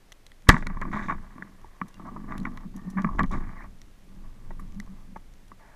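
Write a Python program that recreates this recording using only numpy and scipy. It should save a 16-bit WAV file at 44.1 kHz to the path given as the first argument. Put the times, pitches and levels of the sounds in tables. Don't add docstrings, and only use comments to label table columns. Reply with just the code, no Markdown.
import sys
import numpy as np
from scipy import signal
from scipy.fft import rfft, irfft
from scipy.io import wavfile
from scipy.ndimage import uniform_filter1d

SR = 44100
rng = np.random.default_rng(int(sys.argv[2]) if len(sys.argv) > 2 else 0)


def dump_mix(stems):
    frames = np.atleast_2d(stems).T
    limited = np.clip(frames, -1, 1)
    pcm = np.round(limited * 32767).astype(np.int16)
    wavfile.write(sys.argv[1], SR, pcm)


N = 253575

# (start [s], frequency [Hz], level [dB], t60 [s])
RECOIL_SWINGS = [(0.4889, 100, 8.5, 0.026), (0.4935, 30.5, -7.5, 0.14), (0.541, 161, -15, 0.1)]
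# (start [s], length [s], level [dB], fade [dB/s], metallic ring [dB re level])
CRACK_AND_FIZZ = [(0.4885, 0.0045, -25.5, 1003, -3), (0.492, 0.015, -44.5, 178, -4),
                  (0.926, 0.088, -68.5, 302.5, 7.5), (1.03, 0.065, -67.5, 298.5, 7),
                  (3.318, 0.012, -58, 244, -1)]
# (time [s], level at 6 kHz [dB], tilt [dB/octave])
CRACK_AND_TICKS = [(.1205, -39.5, -5.5), (0.1249, -41.5, -5), (0.265, -43, 1), (.318, -54, -9),
                   (0.4905, -7, -10.5), (0.4992, -20.5, -5), (.5817, -39.5, 3.5), (0.6693, -32, -4.5),
                   (0.8147, -39.5, -3), (0.919, -50.5, -2.5), (0.938, -47, -4.5), (0.968, -52.5, -9.5),
                   (.992, -51, -0.5), (1.881, -45.5, 10.5), (1.9423, -48.5, -2), (2.379, -36, 1),
                   (2.4, -43.5, 0.5), (2.5735, -47, -5.5), (2.763, -40.5, 6), (2.9004, -45, 11.5),
                   (3.0199, -46.5, -4.5), (3.194, -40.5, -5), (3.2327, -40, -5), (3.3138, -43, 0.5),
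                   (3.8162, -45.5, -1), (4.595, -45.5, 13), (4.8005, -37, -8), (5.4798, -50, 6)]
# (time [s], relative strength [dB], upper modes [dB re strength], deep modes [same], contact [ms])
GUN_KNOCKS = [(0.467, -38.5, -3, -26, 13), (0.4888, -2, -4, -32, 1.65), (0.4957, -12, 3, 3, 3.5),
              (0.5063, -28, 7.5, -11, 10.5), (0.5234, -22, -17, -5, 8.4), (0.5409, -15.5, -8, -16, 1.5),
              (0.5646, -27.5, 0, -1.5, 2.1), (0.622, -36, 0.5, 2, 4.24), (0.667, -25, 0.5, -16, 1.4),
              (.698, -30.5, -9.5, -11, 3), (0.745, -42, -21, -17, 2.3), (0.7684, -27.5, -18.5, -34, 1.7),
              (0.8122, -20, -11, -30, 10.7), (0.8501, -28, -19, -13, 4.4), (0.9133, -34.5, -14, -28, 2.3),
              (0.933, -24, -14, -35, 4), (0.9686, -23.5, -19, -36, 1.9), (0.991, -31, -7, -30, 2),
              (1.057, -39.5, -10, -30, 4.3), (1.082, -22, -12, -30, 4), (1.0936, -22, -9.5, -34, 3.7),
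              (1.1065, -21, -9, -39, 2.47), (1.12, -17.5, -15.5, -36, 3), (1.179, -43.5, -8.5, -18, 4.6),
              (1.38, -39.5, -5, -7, 1.1), (1.4219, -30, -7.5, -36, 1.22), (1.643, -54.5, -22, 9.5, 2),
              (1.8134, -23, -9.5, -38, 0.96), (1.995, -35.5, -28, -11, 2.8), (2.073, -33, -38.5, -20, 5),
              (2.1598, -31, -27, -9.5, 5.4), (2.3043, -36.5, -18, -18.5, 2.8),
              (2.32, -28.5, -6.5, -23, 1.3), (2.451, -25, -2, -21, 2.35), (2.465, -30, -10, -12, 5.7),
              (2.5719, -35, -7.5, -32, 3.96), (2.9722, -31, -6, -26.5, 5.6), (3.043, -16, -17, -16, 2.6),
              (3.069, -29, -19, -27, 4.6), (3.087, -30, -25, -16, 3.2), (3.184, -33, -4.5, -2, 2.9),
              (3.1911, -18.5, 2.5, -10, 1.78), (3.2009, -15.5, -12, -18, 5.1),
              (3.2341, -27.5, -11, -10.5, 6.3), (3.319, -30, -10, -15, 21), (3.3329, -24, -9.5, -9.5, 10),
              (3.6412, -38, -22.5, -27.5, 4.7), (4.5043, -43.5, -7, 2, 5.6),
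              (4.5913, -40.5, -12.5, -30, 5.5), (5.1582, -38, -9.5, 1.5, 5.1), (5.515, -39, -17, -9, 1.34)]
# (start [s], length [s], relative level [dB], upper modes [dB re level])
LINE_CHAFES = [(0.508, 0.059, -28.5, -6.5), (0.561, 0.32, -44.5, -7.5), (0.928, 0.11, -32.5, -6),
               (1.093, 0.019, -27, -12), (1.128, 0.35, -52, -9), (1.51, 0.92, -57.5, -9),
               (2.049, 0.029, -35, -22.5), (2.001, 0.65, -49.5, -14.5), (2.286, 0.069, -38, -10.5),
               (2.737, 0.26, -52, -14), (2.972, 0.013, -27, -8.5), (3.032, 0.11, -40, -22),
               (3.18, 0.065, -40, -15), (3.311, 0.057, -33, -16.5), (3.368, 0.27, -44.5, -9.5),
               (4.081, 0.96, -60.5, -13.5)]
# (start [s], length [s], second barrel mode [dB], all modes [dB re second])
LINE_TUGS = [(0.536, 0.0083, -25, 3.5), (0.681, 0.034, -38, -9), (0.946, 0.018, -34.5, -11),
             (1.07, 0.075, -48, -4), (1.364, 0.044, -54.5, 10), (1.834, 0.015, -49, 6),
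             (2.148, 0.014, -58, -3), (2.399, 0.016, -31.5, -15), (2.662, 0.011, -37, -11),
             (2.762, 0.011, -40, 0), (2.872, 0.013, -34, -9), (2.974, 0.035, -24.5, -9),
             (3.052, 0.014, -23.5, -19), (3.207, 0.036, -28, 3), (3.338, 0.029, -38, 8),
             (4.61, 0.046, -46, -17), (4.77, 0.036, -37, -21), (4.902, 0.031, -43, -20),
             (5.084, 0.052, -49, -8)]
# (time [s], level [dB])
HUM_LEVELS = [(0, -93), (.4, -94), (.5, -28.5), (.76, -54), (.86, -35.5), (1.15, -42.5), (1.28, -59.5),
              (1.45, -50), (1.75, -73), (1.95, -58), (2.0, -46), (2.47, -37.5), (2.62, -52.5), (3.0, -42.5),
              (3.42, -43), (3.55, -52.5), (3.96, -66), (4.18, -50.5), (4.3, -59), (4.75, -53.5),
              (5.25, -63.5), (5.75, -66)]
# (time [s], level [dB])
WOBBLE_LEVELS = [(0, -57), (.36, -51.5), (.49, -48), (.52, -28), (.6, -26.5), (.83, -30), (.97, -37.5),
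                 (1.16, -33), (1.45, -57), (1.65, -44.5), (1.8, -54), (2.4, -35), (2.92, -46),
                 (3.14, -29.5), (3.38, -25), (3.52, -37.5), (4.0, -51.5), (4.28, -36), (4.37, -47.5),
                 (4.5, -33), (4.68, -37.5), (5.75, -53.5)]
# (time [s], pitch [Hz])
SQUEAK_GLIDE = [(3.58, 2090), (3.605, 1660), (3.63, 2410)]
# (start [s], length [s], level [dB], pitch [Hz])
THIN_TONES = [(1.947, 0.0092, -62, 2780), (2.753, 0.21, -65, 1818)]
# (frequency [Hz], relative density [dB])
HISS_SPECTRUM = [(18, -27.5), (30, -7), (95, -20.5), (233, -19), (426, -22), (1390, -29), (1960, -29),
                 (2540, -32), (11100, -41), (14800, -44.5), (16000, -76.5)]

# (frequency [Hz], gain [dB], t60 [s])
WALL_DEEP = [(903, -1, 0.024), (627, -3.5, 0.026), (358, -4.5, .03)]
WALL_LOW = [(1041.7, -2.5, 0.016), (1160.5, -4, 0.035), (1287.4, -16.5, 0.052)]
WALL_UPPER = [(1438, -1, 0.017), (1706, 2, 0.021), (1930, 2, 0.017), (2301, -2, 0.011)]
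WALL_TREBLE = [(2970, -20.5, 0.0061), (3660, -29, 0.02), (5740, -28, 0.005), (7435, -33.5, 0.0055)]
BARREL_MODES = [(108, -11.5, 0.087), (192.3, 0.5, 0.099), (255, -1, 0.055), (323, -3.5, 0.03)]
TICK_MODES = [(1970, -6, 0.012), (3340, 1, 0.0028), (4030, -7.5, 0.0067), (6020, 4, 0.0027),
              (7266, -1.5, 0.0018), (10800, -5, 0.0022), (13360, -18.5, 0.0014)]
FIZZ_MODES = [(3680, 3, 0.006), (6130, -6, 0.004), (6950, -4.5, 0.0028)]

HOUSING_CUT_HZ = 2700
FRICTION_DB_PER_S, TONE_DB_PER_S = (2500.5, 403), (1195, 1195)


def recoil():
    out = np.zeros(N)
    for k, (s, hz, db, t60) in enumerate(RECOIL_SWINGS):
        kick = np.zeros(N)
        kick[round(s * SR)] = -(-1) ** k * from_db(db)
        out += ring(kick, hz, t60)
    return out


def crack_and_fizz(rise_db_per_s=8998):
    s, length, db, fall_db_per_s, ring_db = np.transpose(CRACK_AND_FIZZ)
    pops = butter(grains(per_s=2500, spread_db=4.5), 1700, "high")
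    pops = butter(pops, 8000, "low", order=5)
    rings = sum(body(grains(per_s=900, spread_db=5), [mode]) for mode in FIZZ_MODES)
    broad, metallic = (swells(s, length, level, rise_db_per_s, fall_db_per_s)
                       for level in (db, db + ring_db))
    return broad * rms_one(pops) + metallic * rms_one(rings)


def crack_and_ticks():
    s, db, tilt_db = np.transpose(CRACK_AND_TICKS)
    colour_db = 3 * rng.standard_normal((len(s), len(TICK_MODES)))
    contact_ms = 1.8 * 2 ** (tilt_db / 6)
    out = np.zeros(N)
    for k, mode in enumerate(TICK_MODES):
        mode_db = db + tilt_db * np.log2(mode[0] / 6000) + colour_db[:, k]
        out += body(bursts(s, mode_db, contact_ms), [mode])
    return out


def knocks():
    s, db, upper_db, deep_db, contact_ms = np.transpose(GUN_KNOCKS)
    low, deep, upper = (bursts(s, level, contact_ms) for level in (db, db + deep_db, db + upper_db))
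    thud = from_db(-13) * body(low, BARREL_MODES)
    return from_db(4.5) * (housing(deep, low, upper) + thud)


def chafing(flutter_db=1.5, flutter_hz=22.09, buzz_db=6.5):
    s, length, db, upper_db = np.transpose(LINE_CHAFES)
    clumps = from_db(flutter_db * rms_one(butter(rng.standard_normal(N), flutter_hz, "low")))
    hum_hz = BARREL_MODES[1][0]
    buzz = from_db(buzz_db * np.sin(2 * np.pi * hum_hz * np.arange(N) / SR))
    slips = from_db(-22.5) * rms_one(grains(per_s=1700, spread_db=3.5) * clumps * buzz)
    low, upper = (slips * swells(s, length, level, *FRICTION_DB_PER_S) for level in (db, db + upper_db))
    return housing(low * from_db(-8.5), low, upper)


def housing(deep_push, low_push, upper_push):
    wall = body(deep_push, WALL_DEEP) + body(low_push, WALL_LOW) + body(upper_push, WALL_UPPER)
    return butter(wall, HOUSING_CUT_HZ, "low", order=8) + body(upper_push, WALL_TREBLE)


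def barrel_hum():
    every_mode = evened(body(grains(per_s=360, spread_db=5.5), BARREL_MODES), window_s=0.031)
    hz, _, t60 = BARREL_MODES[1]
    second_mode = evened(ring(ring(rng.standard_normal(N), hz, t60), hz, t60), window_s=0.02)
    s, length, db, all_db = np.transpose(LINE_TUGS)
    pure, broad = (swells(s, length, level, rise_db_per_s=700.5, fall_db_per_s=708)
                   for level in (db, db + all_db))
    pull = from_db(in_time(HUM_LEVELS))
    return np.hypot(pull, broad) * every_mode + pure * second_mode


def wobble(hz=21.2, width_hz=2.63):
    t60 = np.log(1000) / (np.pi * width_hz)
    shake = evened(ring(rng.standard_normal(N), hz, t60), window_s=0.052)
    slosh = from_db(-12.5) * rms_one(butter(rng.standard_normal(N), [30, 130], "band"))
    return from_db(in_time(WOBBLE_LEVELS)) * (shake + slosh)


def squeak(start_s=3.58, length_s=0.043, db=-50):
    rough = 1 + 0.72 * rms_one(butter(rng.standard_normal(N), 120, "low"))
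    tone = np.sin(2 * np.pi * np.cumsum(in_time(SQUEAK_GLIDE)) / SR)
    return swells(start_s, length_s, db, *TONE_DB_PER_S) * tone * rough


def whines():
    noise = rng.standard_normal(N)
    return sum(swells(s, length, db, *TONE_DB_PER_S) * rms_one(ring(ring(noise, hz, 0.029), hz, 0.028))
               for s, length, db, hz in THIN_TONES)


def rush(start_s=5.597, length_s=0.2, deep_db=-60.5, low_db=-67, upper_db=-62.5):
    flow = np.zeros(N)
    for modes, db in (WALL_DEEP, deep_db), (WALL_LOW, low_db), (WALL_UPPER, upper_db):
        wall = body(rng.standard_normal(N), modes)
        flow += from_db(db) * rms_one(butter(wall, 650, "high"))
    return swells(start_s, length_s, 0, *FRICTION_DB_PER_S) * butter(flow, HOUSING_CUT_HZ, "low", order=4)


def crackle():
    return from_db(-69.5) * body(grains(per_s=58, spread_db=4.5), TICK_MODES)


def hiss(db_over_240_hz=-63.5):
    hz, db = np.transpose(HISS_SPECTRUM)
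    bins_hz = np.maximum(np.fft.rfftfreq(N, 1 / SR), 1)
    shape = from_db(np.interp(np.log(bins_hz), np.log(hz), db))
    noise = irfft(rfft(rng.standard_normal(N)) * shape, N)
    return from_db(db_over_240_hz) * noise / np.std(butter(noise, 240, "high", order=4))


def bursts(times, levels_db, contact_ms, clean_ms=0.9):
    size = 2500
    out, t = np.zeros(N + size), np.arange(size) / SR
    for s, db, ms in zip(times, levels_db, contact_ms):
        length = np.clip(ms, 0.1, 18) / 1000
        chatter = rng.standard_normal(size) * (1 - np.exp(-6 * t / length)) * np.exp(-t / length)
        click_share = np.exp(-ms / clean_ms)
        burst = chatter * np.sqrt((1 - click_share) / np.sum(chatter ** 2))
        burst[round(length * SR / 2)] += np.sqrt(click_share)
        out[round(s * SR):][:size] += from_db(db) * burst
    return out[:N]


def grains(per_s, spread_db):
    sizes = from_db(spread_db * np.minimum(rng.exponential(1, N), 4)) * rng.choice([-1, 1], N)
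    return sizes * (rng.random(N) < per_s / SR)


def swells(start_s, length_s, db, rise_db_per_s, fall_db_per_s):
    t = np.arange(0, N, 22)[:, None] / SR
    before_s, after_s = np.maximum(start_s - t, 0), np.maximum(t - start_s - length_s, 0)
    level_db = db - rise_db_per_s * before_s - fall_db_per_s * after_s
    power = np.sum(from_db(np.maximum(level_db, -200)) ** 2, axis=1)
    return np.interp(np.arange(N) / SR, t[:, 0], np.sqrt(power))


def ring(push, hz, t60):
    r, w = from_db(-60 / (t60 * SR)), 2 * np.pi * hz / SR
    return signal.lfilter([0, np.sin(w)], [1, -2 * r * np.cos(w), r * r], push + 1e-18)


def body(push, modes):
    return sum((-1) ** k * from_db(db) * ring(push, hz, t60) for k, (hz, db, t60) in enumerate(modes))


def butter(x, hz, kind, order=2):
    return signal.sosfilt(signal.butter(order, hz, kind, fs=SR, output="sos"), x)


def in_time(table):
    return np.interp(np.arange(N) / SR, *np.transpose(table))


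def evened(x, window_s):
    return x / np.sqrt(uniform_filter1d(x ** 2, size=round(window_s * SR)) + 1e-9)


def rms_one(x):
    return x / np.sqrt(np.mean(x ** 2) + 1e-20)


def from_db(db):
    return 10 ** (np.asarray(db) / 20)


def scene():
    gun = knocks() + chafing() + squeak() + whines() + barrel_hum() + wobble() + crack_and_ticks()
    return (gun + crackle() + recoil() + rush() + crack_and_fizz() + hiss())[None]


def record(dry, overload=0.87, duck_from_db=-22.5, duck_share=0.26, recover_db_per_s=10, top_hz=16400):
    clipped = dry / (1 + np.abs(dry / overload) ** 8) ** (1 / 8)
    level_db = 10 * np.log10(signal.lfilter([0.001], [1, -0.999], clipped ** 2) + 1e-12)
    duck_db = duck_share * np.maximum(level_db - duck_from_db, 0)
    recovery_db = recover_db_per_s * np.arange(N) / SR
    held_db = np.maximum.accumulate(duck_db + recovery_db, axis=1) - recovery_db
    smooth_db = signal.lfilter([0.0007], [1, -0.9993], held_db)
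    top_cut = signal.cheby2(12, 70, top_hz, fs=SR, output="sos")
    return signal.sosfilt(top_cut, clipped * from_db(-smooth_db))


dry = scene()
out = record(dry)
dump_mix(out)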